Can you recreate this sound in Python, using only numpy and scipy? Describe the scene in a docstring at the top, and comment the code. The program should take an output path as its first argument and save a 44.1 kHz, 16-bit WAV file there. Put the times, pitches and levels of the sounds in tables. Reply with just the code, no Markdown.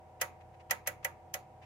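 """At a workbench, close up, an instrument's rotary switch is turned through five clicks.
At each click the contacts snap over in a brief rattle, the spring and the metal case ring,
and the sound dies away in a small room. Fingers rub faintly on the knob between steps.
Behind it all a cooling fan hums, air moves and the cabinets give a low drone."""
import sys
import numpy as np
from scipy import signal
from scipy.fft import rfft, irfft
from scipy.io import wavfile
from scipy.ndimage import uniform_filter1d

SR = 44100
rng = np.random.default_rng(int(sys.argv[2]) if len(sys.argv) > 2 else 0)


def master_out(mix):
    """Clip the mix to full scale and print it as 16-bit PCM to the path in sys.argv[1]."""
    frames = np.transpose(np.atleast_2d(mix))
    ceiling = np.clip(frames, -1, 1)
    pcm = np.round(ceiling * 32767).astype(np.int16)
    wavfile.write(sys.argv[1], SR, pcm)


N = 72765

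# The clicks. Each row: start in seconds, gain in dB, then a boost or cut in dB at each TONE_HZ pitch.
CLICKS = [(0.213, -1, -1, 1.5, -1.5, -1.5, 0.5), (0.7083, 0.5, -3, -2.5, -2.5, -2.5, -3),
          (0.8723, -5, 3, -4.5, 1, -3, 3), (1.0461, -5.5, 0.5, 2.5, 0.5, -4.5, -1),
          (1.3391, -7.5, 2, 0, -3.5, 2, 0.5)]
# Five pitches in Hz that shape a click's tone: knock, ring, clack, presence and treble.
TONE_HZ = [530, 830, 2000, 3900, 10000]
# The dense ring of switch and front panel. Each row: pitch in Hz, gain in dB,
# seconds to fade by 60 dB, left over right in dB.
PANEL_BANDS = [(650, -41, 0.023, -1), (1120, -49, 0.029, -6.5), (1620, -40, 0.15, -8),
               (1990, -30.5, .05, -0.5), (2720, -35, 0.067, 0), (3700, -44.5, 0.067, 6),
               (5210, -37.5, .04, -3), (6490, -36, 0.05, 2), (7670, -43, 0.057, 2), (11940, -32, 0.05, 1.5),
               (15500, -30.5, .035, -1)]
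# Ringing notes of the spring and contact wafers. Each row: pitch in Hz, gain in dB,
# left over right in dB, head start of the left wave in radians.
SPRING_NOTES = [(3238, -33.5, 6, -2.6), (4170, -40, 2.5, -1), (5450, -39, -1.5, 4), (6260, -32.5, 5, 1),
                (6570, -28.5, -4.5, 4), (6804, -38.5, 0.5, -1.5), (7300, -35, 0, -1.5),
                (10190, -36.5, 0, 5), (10880, -38, 7, 1.5), (11600, -31.5, 1.5, 0.5), (11720, -36, 1, 1.5),
                (14890, -37, 2.5, 0)]
# Ringing notes of the case. Each row: pitch in Hz, gain in dB, seconds to fade by 60 dB,
# left over right in dB, head start of the left wave in radians.
CASE_NOTES = [(482, -47, 0.24, 0.5, -2), (523, -34, .13, -1, -0.5), (591, -35.5, 0.14, -2, -0.5),
              (743.2, -34, 0.13, 1, 0), (890, -38.5, 0.17, -3, 2.15), (933.6, -43.5, 0.26, -4.5, 5.5),
              (1118, -46, 0.1, 5, -0.5), (1303, -47, 0.18, -17, 2.8), (1433, -40, .08, -4, -4.7),
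              (1670, -35, 0.09, -2, -2.5), (1960, -27.5, 0.078, -14.5, -2.5), (2002, -35.5, 0.0815, -6, 1),
              (2155, -40.5, 0.065, -10.5, 6.5), (2330, -37.5, 0.045, -4.5, 2), (2320, -34.5, 0.1, 0, 3),
              (2664, -41, .09, 3.5, 2)]
# The room's echo. Each row: pitch in Hz, gain in dB, seconds to fade by 60 dB.
ROOM_BANDS = [(140, -62, 0.74), (241, -61.5, 0.67), (590.3, -53.5, 0.34), (1170, -46, 0.32),
              (1445, -51, 0.18), (2150, -47, 0.34), (2985, -50.5, 0.19), (4070, -54.5, .22),
              (5600, -57, 0.22), (6860, -48.5, 0.19), (7740, -57.5, 0.16), (9500, -53, 0.17),
              (11500, -47, .15), (15000, -47.5, 0.15)]
# How alike both ears hear snaps and rubs. Each row: pitch in Hz, likeness from 0 to 1.
NEAR_LIKENESS = [(300, 0.067), (800, 0.75), (1200, 0.04), (15000, 0.14)]
# Finger rubs. Each row: start in seconds, length in seconds, level in dB.
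FINGER_RUBS = [(0.197, .02, -55), (0.402, 0.027, -63.5), (0.537, 0.021, -66.5), (0.595, 0.031, -62),
               (0.696, .016, -46.5), (0.861, 0.019, -46), (1.026, 0.024, -57.5), (1.614, .045, -60.5)]
# The tone of a rub. Each row: pitch in Hz, relative strength in dB.
RUB_TONE = [(400, -20), (1000, -1), (1500, -5), (2000, 0), (2700, -2), (3600, -13), (7000, -20),
            (10000, -32), (15000, -42)]
# The fan's notes. Each row: multiple of the shaft speed, level in dB, left over right in dB.
FAN_NOTES = [(13, -71.5, 0.5), (16, -81.5, -16.5), (17, -79.5, 4), (19, -71, -8), (20, -75.5, 3),
             (23, -73.5, 2.5), (24, -67.5, -2.5), (28, -61.5, 0), (29, -69, 6), (30, -68, -1.5),
             (32, -73.5, -8), (35, -79.5, -8), (36, -69.5, 0.5), (37, -77.5, 3.5), (38, -77, 2),
             (40, -92, 0)]
# The cabinets' drone. Each row: pitch in Hz, level in dB, unsteadiness from 0 to 1.
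DRONE_NOTES = [(51, -74, 1), (86.8, -62.5, 0.3), (120.7, -66, 0.5), (146, -71, 0.7)]
# The tone of moving air. Each row: pitch in Hz, relative strength in dB.
AIR_TONE = [(20, -16.5), (40, -5), (100, 5.5), (200, 2.5), (320, -4.5), (550, 3.5), (900, 0), (1200, -8),
            (2200, -12.5), (4000, -25), (6500, -25.5), (10000, -29.5), (16000, -35.5)]
# How alike both ears hear the air. Each row: pitch in Hz, likeness from 0 to 1.
AIR_LIKENESS = [(50, 0.53), (200, 1), (500, .5), (1500, 0.067), (15000, 0.039)]

LEAD_S, SWELL_IN_DB, SWELL_IN_S = .006, -19, .002  # a faint hiss swells just before each snap
RISE_S, BASS_LAG_S = .0016, .0018  # the lag is extra rise time at 1 kHz
CRACK_DB, CRACK_S = 3.5, .003  # first crack of the contacts above the panel's ring
RATTLE_DB, RATTLE_S = 5.5, .004  # unevenness of the contacts
SHARED = .72  # share of the snap's noise that all clicks have in common
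SPRING_RISE_S, SPRING_FADE_S = .0015, .042
CASE_RISE_S, CASE_DELAY_S, CASE_CUT_HZ = .0032, .0015, 424  # the case gives out little below the cut
SHAFT_HZ, FAN_WAVER_RAD, FAN_FLUTTER = 26.31, .012, .091
AIR_DB = -62.5


def switch():
    """Five clicks, each shaking the same panel, spring and case."""
    out, case = np.zeros((2, N)), np.zeros((2, N))
    metal = stereo_noise(16384, NEAR_LIKENESS)
    spring = [(hz, db, SPRING_FADE_S, side_db, lead) for hz, db, side_db, lead in SPRING_NOTES]
    for start, db, *tone in CLICKS:
        add(out, start - LEAD_S, amp(db) * snap(metal, tone))
        add(out, start, amp(db) * ring(spring, SPRING_RISE_S, tone))
        add(case, start + CASE_DELAY_S, amp(db) * ring(CASE_NOTES, CASE_RISE_S, tone))
    bass_cut = signal.butter(6, CASE_CUT_HZ, "high", fs=SR, output="sos")
    return out + signal.sosfilt(bass_cut, case)


def snap(metal, tone):
    """A faint hiss swells briefly, the contacts crack home, and panel and room ring out."""
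    size = metal.shape[1]
    t = np.arange(size) / SR - LEAD_S
    after = np.maximum(t, 0)
    jitter = unit(uniform_filter1d(rng.standard_normal(size), size=24))
    rattle = amp(RATTLE_DB * np.exp(-after / RATTLE_S) * jitter)
    noise = np.sqrt(SHARED) * metal + np.sqrt(1 - SHARED) * stereo_noise(size, NEAR_LIKENESS)
    swell_in = amp(SWELL_IN_DB) * np.exp(np.minimum(t, 0) / SWELL_IN_S) * np.minimum(1 + t / LEAD_S, 1)
    out = np.zeros((2, size))
    for band, (hz, db, fade_s, side_db) in zip(bands(noise * rattle, PANEL_BANDS), PANEL_BANDS):
        rise_s = RISE_S + BASS_LAG_S * 1000 / hz
        onset = np.maximum(np.minimum(after / rise_s, 1) ** 1.5, swell_in)
        past_peak = np.maximum(t - rise_s, 0)
        fade = amp(CRACK_DB * np.exp(-past_peak / CRACK_S) - 60 * past_peak / fade_s)
        out += band * onset * fade * amp(db) * pan(side_db) * tone_gain(hz, tone)
    return out + room_echo(after, tone)


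def ring(notes, rise_s, tone):
    """Struck metal rings at its own notes, each a little louder or softer every time."""
    t = np.arange(0, .35, 1 / SR)
    out = np.zeros((2, len(t)))
    for hz, db, fade_s, side_db, lead in notes:
        level_db = db + 1.5 * rng.standard_normal() - 60 * t / fade_s
        wave = np.sin(2 * np.pi * (hz * t + rng.random()) + np.array([[lead], [0]]))
        out += wave * amp(level_db) * pan(side_db) * tone_gain(hz, tone)
    return out * np.minimum(t / rise_s, 1)


def room_echo(t, tone):
    """The small room answers a snap with a wash of noise; the bass lasts longest."""
    noise = stereo_noise(len(t), NEAR_LIKENESS)
    swell = np.minimum(t / .0092, 1)
    return sum(band * swell * amp(db - 60 * t / fade_s) * tone_gain(hz, tone)
               for band, (hz, db, fade_s) in zip(bands(noise, ROOM_BANDS), ROOM_BANDS))


def fingers():
    """Dull rubbing that swells and fades as the grip on the knob shifts."""
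    t = np.arange(N) / SR
    grip = sum(amp(db) * np.sin(np.pi * np.clip((t - start) / length, 0, 1) ** .82)
               for start, length, db in FINGER_RUBS)
    return grip * shaped_noise(RUB_TONE, NEAR_LIKENESS)


def fan():
    """The fan hums at multiples of its shaft speed, wavering and fluttering slightly."""
    turns = SHAFT_HZ * np.arange(N) / SR + FAN_WAVER_RAD * narrow_noise(0, width_hz=5) / (2 * np.pi)
    out = np.zeros((2, N))
    for multiple, db, side_db in FAN_NOTES:
        wave = np.sin(2 * np.pi * (multiple * turns + rng.random()))
        flutter = 1 + FAN_FLUTTER * narrow_noise(0, width_hz=5.5)
        out += amp(db) * pan(side_db) * unit(wave * flutter)
    return out


def air():
    """Moving air makes a soft, low rush."""
    return amp(AIR_DB) * shaped_noise(AIR_TONE, AIR_LIKENESS)


def cabinets():
    """The cabinets drone on low, unsteady notes."""
    t = np.arange(N) / SR
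    out = np.zeros(N)
    for hz, db, unsteady in DRONE_NOTES:
        wave = np.sin(2 * np.pi * (hz * t + rng.random()))
        out += amp(db) * unit(wave + unsteady * narrow_noise(hz, width_hz=12))
    return out


def amp(db):
    """Turns decibels into a gain."""
    return 10 ** (np.asarray(db) / 20)


def unit(x):
    """Scales a sound to an average strength (rms) of 1."""
    return x / np.sqrt(np.mean(x ** 2) + 1e-20)


def value_at(points, hz):
    """Looks up a pitch in a table, gliding between the rows."""
    pitches, values = np.transpose(points)
    return np.interp(np.log(hz + 1), np.log(pitches + 1), values)


def tone_gain(hz, tone):
    """How much one click boosts or cuts a pitch."""
    return amp(value_at(list(zip(TONE_HZ, tone)), hz))


def pan(db):
    """Left and right gains that lie db apart."""
    return amp(np.array([[db], [-db]]) / 2)


def add(mix, start_s, sound):
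    """Mixes a stereo sound in at its start time."""
    part = mix[:, max(round(start_s * SR), 0):][:, :sound.shape[1]]
    part += sound[:, :part.shape[1]]


def bands(noise, table):
    """Splits noise into equally strong, overlapping bands around the table's pitches."""
    size, spectrum = noise.shape[1], rfft(noise)
    hz = np.fft.rfftfreq(size, 1 / SR)
    centres = [row[0] for row in table]
    bass_cut = np.minimum(hz / centres[0], 1) ** 5
    shapes = [value_at(list(zip(centres, pick)), hz) for pick in np.eye(len(table))]
    return [unit(irfft(spectrum * bass_cut * shape, size)) for shape in shapes]


def narrow_noise(hz, width_hz):
    """Noise close to one pitch; at 0 Hz, a slow wander."""
    distance = 2 * (np.fft.rfftfreq(N, 1 / SR) - hz) / width_hz
    return unit(irfft(rfft(rng.standard_normal(N)) / (1 + distance ** 2), N))


def stereo_noise(size, likeness):
    """Hiss for two ears, as alike at each pitch as the table says."""
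    left, other = rfft(rng.standard_normal((2, size)))
    alike = np.clip(value_at(likeness, np.fft.rfftfreq(size, 1 / SR)), -1, 1)
    right = alike * left + np.sqrt(1 - alike ** 2) * other
    return irfft(np.array([left, right]), size)


def shaped_noise(tone_table, likeness):
    """Stereo noise with the tone a table gives it."""
    gain = amp(value_at(tone_table, np.fft.rfftfreq(N, 1 / SR)))
    return unit(irfft(rfft(stereo_noise(N, likeness)) * gain, N))


def scene():
    """The switch and fingers over the steady hum of the bench."""
    return switch() + fingers() + fan() + air() + cabinets()


def record(dry):
    """Cuts the highest treble, above 15900 Hz."""
    treble_cut = signal.firwin(301, 15900, window=("kaiser", 8), fs=SR)
    return signal.oaconvolve(dry, treble_cut[None], "same")


dry = scene()
out = record(dry)
master_out(out)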